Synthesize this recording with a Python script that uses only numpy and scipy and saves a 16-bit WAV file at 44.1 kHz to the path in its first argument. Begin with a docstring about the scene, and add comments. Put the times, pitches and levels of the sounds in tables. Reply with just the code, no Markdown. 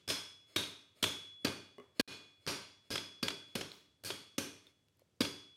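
"""A small workshop, close to one microphone: a hammer bends a hot steel bar on an anvil. Each blow is a crack,
a thud of the stand and the ring of the anvil; the bar bounces and chatters. Between blows the tongs knock and
the bar ticks and scrapes as it is moved, and the room adds short echoes. Some blows jar the microphone lead, so
that the sound drops out for a moment."""
import sys
import numpy as np
from scipy import signal
from scipy.fft import rfft, irfft
from scipy.io import wavfile

SR = 44100
rng = np.random.default_rng(int(sys.argv[2]) if len(sys.argv) > 2 else 0)


def persist_wave(psi):
    """Save psi, clipped to +-1, as 16-bit WAV."""
    counts = np.round(np.clip(psi, -1, 1) * 32767).astype(np.int16)
    wavfile.write(sys.argv[1], SR, np.atleast_2d(counts).T)


N = 245195

# Hammer blows. A fade time (t60) is how long a sound takes to fall by 60 dB.
# Each row: start in seconds, crack level in dB, thud level in dB, thud pitch in Hz, echo level in dB,
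# brightness in dB per octave, dB added to the stand's high tones and taken from its low ones,
# bar pitch in Hz, boost near that pitch in dB, bar ring level in dB, anvil ring level in dB,
# anvil fade time in seconds, ring level of the anvil's horn in dB.
BLOWS = [(0.0787, -31, -42, 305, -33.5, 0, -3, 5180, 14.5, -57, -44, 0.95, -50.5),
         (.562, -20.5, -31.5, 332, -34, -1.3, -0.5, 3740, 12.5, -33.5, -55, 1.12, -48),
         (1.028, -20.5, -32.5, 241, -36, -0.3, -1, 3490, 9.5, -39, -48, 2.8, -53),
         (1.448, -21, -25.5, 260, -38, -3.5, 0.5, 4610, 7.5, -41, -58, 1.25, -44.5),
         (1.997, -20, -23, 260.5, -35, -2.5, 3, 4370, 8.5, -46, -47, 1.04, -37.5),
         (2.467, -26, -31.5, 280, -34, -2.5, 4, 4800, 10, -49, -54.5, 1.38, -51),
         (2.9051, -31, -33, 248, -37, -1.1, 1.5, 4980, 14.5, -57, -49.5, 1.33, -48),
         (3.229, -23.5, -30, 240, -40, -2, 3, 4720, 15, -40.5, -48.5, 1.05, -45.5),
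         (3.554, -27.5, -33, 216, -42, -1.6, 4, 4410, -4, -57, -65, 1.1, -55),
         (4.038, -40, -51, 268, -39, 3.2, 2, 4570, 12.5, -51, -62, 2.3, -51.5),
         (4.382, -25, -29, 270, -39.5, -0.7, 4.5, 6170, 2, -46, -58.5, 1.11, -50),
         (5.207, -22.5, -22, 261, -37.5, -1.5, 2, 4790, 10, -46, -54.5, 1.85, -56.5)]
LEAD_S, BLOW_RISE_S = 0.00195, 0.0016  # the crack starts a little early and takes a moment to swell
BAR_WIDTH_HZ, BAR_FADE_S, BAR_PAIR_RATIO = 330, 0.14, 1.03


def hammer_blows():
    """Each blow makes the bar ring with two close tones, whose pitch moves as the bar bends."""
    out, t = np.zeros(N), np.arange(SR // 2) / SR
    add(out, 0, gain_of(-43) * (echoes(CRACK) + echoes(BOOM))[SR // 4:])  # an earlier blow dies away
    for s, crack_db, thud_db, thud_hz, echo_db, tilt_db, upper_db, hz, boost_db, bar_db, *_ in BLOWS:
        boom_db = -32.5 + 0.31 * thud_db  # the stand's echoes grow slowly with the thud
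        sound = impact(crack_db, thud_db, thud_hz, echo_db, boom_db, tilt_db, t60=0.041,
                       bar_peaks=[(hz, BAR_WIDTH_HZ, boost_db)], rise_s=BLOW_RISE_S, upper_db=upper_db)
        add(out, s - LEAD_S, sound)
        spread = np.sqrt(BAR_PAIR_RATIO)
        pair = [(f, bar_db, BAR_FADE_S) for f in (hz / spread, hz * spread)]
        add(out, s, ring(pair, t) * swell(t, BLOW_RISE_S))
    return out


# The tone colour of steel hitting steel. Each row: frequency in Hz, level in dB.
CRACK = [(350, -31), (600, -7), (780, -17.5), (1170, -7.5), (1430, -9), (1580, -8), (1840, -11), (2390, -6),
         (2670, -6), (3340, -5.5), (7860, -13), (9810, -13), (14100, -17.5), (15700, -26), (16400, -44)]
# Short tones of hammer, tongs and anvil. Each row: pitch in Hz, width in Hz, boost in dB.
STEEL_PEAKS = [(884, 140, 0), (1170, 14, -13.5), (1545, 59, -3), (2223, 42, 0), (2970, 24, -11),
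               (4290, 54, 8), (5200, 150, 4.5), (5690, 100, 4.5), (6160, 120, 2), (6600, 130, 3.5),
               (8250, 130, -5), (9290, 460, 1.5), (10680, 130, 5.5), (11700, 310, -0.5), (12970, 150, -4)]
# The tones of the anvil's stand. Each row: pitch in Hz, level in dB, fade time in seconds.
STAND_TONES = [(71, -5, 0.4), (96.9, 0.5, 0.54), (102.1, 2.5, 0.33), (291.5, -6, 0.65), (394, -6, 0.16),
               (545, 5, 0.18)]
# The tone colour of the stand's booming echoes. Each row: frequency in Hz, level in dB.
BOOM = [(71, -38), (120, -1), (167, 1), (259, -4), (388, -1.5), (489, -7.5), (534, -5.5), (651, -26.5),
        (800, -18.5), (1040, -44.5), (1760, -120)]


def impact(crack_db, thud_db, thud_hz, echo_db, boom_db, tilt_db, t60, bar_peaks, rise_s, upper_db=0):
    """One hit: the steel cracks, the stand thuds and hums, and the room echoes both."""
    t = np.arange(SR // 2) / SR
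    luck = rng.standard_normal((len(STEEL_PEAKS), 2))  # where the blow lands and how the tongs hold
    steel_peaks = [(hz * (1 + 0.026 * detune), width, db + 2 * louder)
                   for (hz, width, db), (detune, louder) in zip(STEEL_PEAKS, luck)]
    wide_peaks = [(hz, width + 350, db - 4.5) for hz, width, db in bar_peaks]  # pure tones build later
    crack = noise(len(t), CRACK, tilt_db, wide_peaks)
    crack *= swell(t, rise_s) ** 2 * gain_of(-60 * t / t60)
    push, angle = t / 0.0022, 2 * np.pi * thud_hz * t
    give = (push * np.exp(1 - push / 2) / 2) ** 2  # the stand gives way for about two swings
    thud = give * (np.sin(angle) + 0.38 * np.sin(1.885 * angle))
    tones = [(hz, db + upper_db * np.sign(hz - thud_hz / 2), fade) for hz, db, fade in STAND_TONES]
    stand = ring(tones, t) * swell(t, 0.0025)
    out = gain_of(echo_db) * echoes(CRACK, tilt_db, steel_peaks + bar_peaks)
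    out += gain_of(boom_db) * echoes(BOOM, 0, [(285, 26, 6.1), (412, 73, 0.67)])
    add(out, 0, gain_of(crack_db) * crack + gain_of(thud_db) * thud + gain_of(boom_db - 8) * stand)
    return out


# Sounds just after a blow. Most are the bar bouncing; the one at 4.063 s is mainly a wash of echo.
# Each row: start in seconds, crack level in dB, thud level in dB, echo level in dB.
AFTER_SOUNDS = [(0.1014, -19.5, -37.5, -39.5), (.636, -33, -57, -57.5), (1.039, -16.5, -36, -38.5),
                (1.4696, -27.5, -36, -64), (1.4804, -30.5, -54, -62), (2.9557, -23, -43.5, -45),
                (2.9784, -27.5, -48.5, -58.5), (3.2825, -21.5, -65, -47.5), (3.3045, -28.5, -54, -55),
                (3.6103, -26, -38, -49), (4.063, -48, -63, -45), (4.1029, -26.5, -38, -47),
                (5.2155, -21, -60, -50.5), (5.2501, -27.5, -51, -52)]
FACE_PEAK = (3284, 110, 8.4)  # the bar against the anvil's face: pitch in Hz, width in Hz, boost in dB


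def after_sounds():
    """Chatter of the bar or lingering echo follows a blow; the softer the crack, the duller it is."""
    out = np.zeros(N)
    loudest_db = max(row[1] for row in AFTER_SOUNDS)
    for s, crack_db, thud_db, echo_db in AFTER_SOUNDS:
        sound = impact(crack_db, thud_db, thud_hz=380, echo_db=echo_db, boom_db=thud_db - 13.5,
                       tilt_db=-2, t60=0.028, bar_peaks=[FACE_PEAK], rise_s=0.0013)
        top_hz = 12000 * 2 ** (0.06 * (crack_db - loudest_db))
        add(out, s - LEAD_S / 2, signal.lfilter(*signal.butter(2, top_hz, fs=SR), sound))
    return out


# The horn's short tones, one for each pitch in HORN_HZ. Each row: level in dB, fade time in seconds.
HORN_TONES = [(-1.5, 0.57), (2.5, 0.22), (-4, 0.31)]
ANVIL_HZ, HORN_HZ = 3390, (2459, 1630, 1540)
ANVIL_FADE_S, SILENT_DB = 1.0, -99


def anvil_ring():
    """The anvil rings until the next blow presses the soft bar on its face and starts it anew."""
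    out, stops = np.zeros(N), np.array([row[0] for row in BLOWS] + [N / SR + 1])
    horn_tones = np.column_stack([HORN_HZ, HORN_TONES])
    earlier = [(0.0083, -69, ANVIL_FADE_S, SILENT_DB)]  # still ringing from an earlier blow
    blows = [(row[0], *row[-3:]) for row in BLOWS]
    after = [(s, crack_db - 35.5, ANVIL_FADE_S, SILENT_DB) for s, crack_db, *_ in AFTER_SOUNDS]
    for s, ring_db, t60, horn_db in earlier + blows + after:
        next_blow_s = stops[stops > s + .005][0]
        t = np.arange(0, next_blow_s - s, 1 / SR)
        body = ring([(ANVIL_HZ, ring_db, t60)], t, offset_s=s)
        horn = gain_of(horn_db) * ring(horn_tones, t)
        soft_ends = np.minimum(np.minimum(t, t[::-1]) / 0.0028, 1)
        add(out, s, (body + horn) * soft_ends)
    return out


# Two soft knocks. Each row: start in seconds, level in dB.
KNOCKS = [(1.7826, -43), (1.799, -43.5)]
# The tongs' low tones. 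Each row: pitch in Hz, level in dB, fade time in seconds.
KNOCK_TONES = [(255, -10.5, 0.12), (400.6, -2, 0.16), (565, -8, 0.078), (1100, -6.5, 0.047),
               (2040, -14, .045), (2920, -16, .04)]


def tong_knocks():
    """The tongs knock: a dull tick wakes their low tones, with a little echo."""
    out, t = np.zeros(N), np.arange(SR // 4) / SR
    dull = [(100, -1), (1000, -4), (16000, -27.5)]
    peaks = [(hz, hz / 5, db + 15) for hz, db, _ in KNOCK_TONES]
    for s, db in KNOCKS:
        tick = gain_of(-5.5 - 60 * t / 0.011) * noise(len(t), dull)
        add(out, s - .0005, gain_of(db) * (ring(KNOCK_TONES, t) + tick) * swell(t, 0.00083))
        add(out, s, gain_of(db - 20.5) * echoes(dull, 0, peaks))
    return out


# Light touches. Each row: start in seconds, level in dB, pitch in Hz, fade time in seconds,
# tick level in dB compared with the ring.
TOUCHES = [(3.718, -30, 4110, 0.0058, -12), (4.669, -54.5, 3610, .047, 5), (4.885, -68, 3800, 0.0051, 11),
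           (4.898, -76, 4040, 0.0062, 5), (4.971, -65.5, 11500, .009, -3.5),
           (4.995, -63.5, 11800, 0.017, 10.5), (5.019, -54.5, 534, .026, -23),
           (5.164, -83, 5900, 0.0066, 10.5)]


def light_touches():
    """Bar or tongs touch lightly: a tick and one short ring each, with a little echo."""
    out, t = np.zeros(N), np.arange(SR // 8) / SR
    thin = [(100, -15.5), (1000, 3), (16000, -6)]
    for s, db, hz, t60, tick_db in TOUCHES:
        tick = gain_of(tick_db - 60 * t / 0.0056) * noise(len(t), thin, 0, [(hz, hz / 2, 6)])
        add(out, s - .0005, gain_of(db) * (ring([(hz, 0, t60)], t) + tick) * swell(t, 0.00049))
        add(out, s, gain_of(db - 29) * echoes(thin, 0, [(hz, hz / 4, -4 - tick_db)]))
    return out


# Faint scrapes. Each row: start in seconds, length in seconds, level in dB.
SCRAPES = [(0.444, 0.17, -68), (0.936, 0.12, -68), (1.39, .095, -74.5), (1.942, .083, -67),
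           (2.382, 0.13, -73.5), (2.822, 0.096, -76), (3.438, 0.14, -73), (4.617, 0.12, -72.5),
           (4.978, 0.058, -79.5)]
# The tone colour of scraping. Each row: frequency in Hz, level in dB.
SCRAPE_COLOUR = [(88, -64), (150, -36), (294, -11.5), (416, -14), (661, -8.5), (787, -35), (1250, -13),
                 (1510, -21.5), (2140, -10), (3750, -15.5), (4120, -8), (5300, -15), (5720, -32.5),
                 (6810, -14.5), (15000, -23.5)]


def bar_scrapes():
    """Shifting the bar gives soft swells of hiss that make the steel shimmer."""
    out = np.zeros(N)
    for s, length, db in SCRAPES:
        size = round(length * SR)
        luck = rng.standard_normal(len(STEEL_PEAKS))
        shimmer = [(hz, width / 2, boost + 5 + 4 * louder)
                   for (hz, width, boost), louder in zip(STEEL_PEAKS, luck)]
        hiss = noise(size, SCRAPE_COLOUR, tilt_db=-3, peaks=shimmer)
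        add(out, s, gain_of(db) * hiss * signal.windows.tukey(size, .8))
    return out


# How long the workshop echoes. Each row: frequency in Hz, fade time in seconds.
ECHO_FADES = [(60, 0.43), (160, 0.48), (420, 0.49), (1100, 0.52), (2900, 0.55), (7700, 0.48), (15000, 0.32)]


def echoes(points, tilt_db=0, peaks=()):
    """Echoes of a hit thicken into a wash of noise; each frequency dies at its own speed."""
    size = SR * 3 // 4
    hz, t, bands = signal.stft(noise(size, points, tilt_db, peaks), SR, nperseg=512)
    fade = gain_of(-60 * t / look_up(ECHO_FADES, hz)[:, None])
    fade += gain_of(-41 - 60 * t / 0.2)  # a faint, quick tail at all frequencies
    fade *= signal.windows.tukey(2 * len(t), .3)[len(t):]
    tail = signal.istft(bands * fade, SR, nperseg=512)[1][:size]
    return tail * swell(np.arange(size) / SR, 0.011)


# The tone colour of the quiet workshop. Each row: frequency in Hz, level in dB.
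AIR_COLOUR = [(18, -45.5), (40, -15), (95, 7), (160, -2.5), (400, -7.5), (900, -19), (2000, -21),
              (3500, -20), (8000, -25.5), (16000, -37)]


def room_air():
    """A very faint, steady rumble and hiss."""
    return gain_of(-76.5) * noise(N, AIR_COLOUR)


def noise(size, points, tilt_db=0, peaks=()):
    """Noise of power 1 with a tone colour, a tilt in dB per octave and peaks (Hz, width in Hz, dB)."""
    hz = np.fft.rfftfreq(size, 1 / SR)
    db = look_up(points, hz) + tilt_db * np.log2((hz + 50) / 3000)
    boost = 1 + sum(gain_of(d) / (1 + (2 * (hz - f) / width) ** 2) for f, width, d in peaks)
    colour = unit_power(gain_of(db) * boost)
    return unit_power(irfft(rfft(rng.standard_normal(size)) * colour, size))


def ring(tones, t, offset_s=0):
    """Pure tones that die away, as struck metal does; the offset shifts the waves, not the fade."""
    return sum(gain_of(db - 60 * t / t60) * np.sin(2 * np.pi * hz * (t + offset_s))
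               for hz, db, t60 in tones)


def swell(t, rise_s):
    """A smooth rise from 0 towards 1."""
    return 1 - np.exp(-t / rise_s)


def gain_of(db):
    """Turns dB into a number to multiply by."""
    return 10 ** (np.asarray(db) / 20)


def unit_power(x):
    """Scales a signal to an average power of 1."""
    return x / np.sqrt(np.mean(x ** 2) + 1e-20)


def look_up(points, hz):
    """Reads between a table's rows, with frequency spaced by octaves."""
    f, value = np.transpose(points)
    return np.interp(np.log(hz + 1), np.log(f + 1), value)


def add(mix, s, sound):
    """Mixes a sound in at s seconds."""
    part = mix[max(round(s * SR), 0):][:len(sound)]
    part += sound[:len(part)]


def scene():
    """All sources over the quiet air of the workshop, the same in both channels."""
    forging = hammer_blows() + after_sounds() + anvil_ring()
    handling = tong_knocks() + light_touches() + bar_scrapes()
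    mono = forging + handling + room_air()
    return np.array([mono, mono])


# Gaps in the sound. Each row: start in seconds, end in seconds, depth in dB, recovery time in seconds.
DROPOUTS = [(.081, 0.0862, -43, 0.00058), (2.0121, 2.0769, -57.5, 0.048), (2.4674, 2.474, -47, 0.00087),
            (2.9066, 2.9092, -50.5, 0.0023), (4.0403, 4.047, -43, 0.00046)]
BASS_CUT_HZ, TREBLE_CUT_HZ = 60, 16400


def record(dry):
    """The jarred microphone lead drops the sound briefly; deep bass and the highest treble are cut."""
    t, db = np.arange(N) / SR, np.zeros(N)
    for s, end, depth_db, recovery_s in DROPOUTS:  # a sudden fall, a hold, a step up and a fade back
        db += np.interp(t, [s - .0002, s + 0.0005, s + 0.001, end - .001, end, end + recovery_s],
                        [0, -20, depth_db, depth_db, -9, 0])
    bass_cut = signal.butter(2, BASS_CUT_HZ, "high", fs=SR, output="sos")
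    treble_cut = signal.firwin(511, TREBLE_CUT_HZ, window=("kaiser", 9), fs=SR)
    thinned = signal.sosfilt(bass_cut, dry * gain_of(db))
    return signal.oaconvolve(thinned, treble_cut[None], "same")


dry = scene()
out = record(dry)
persist_wave(out)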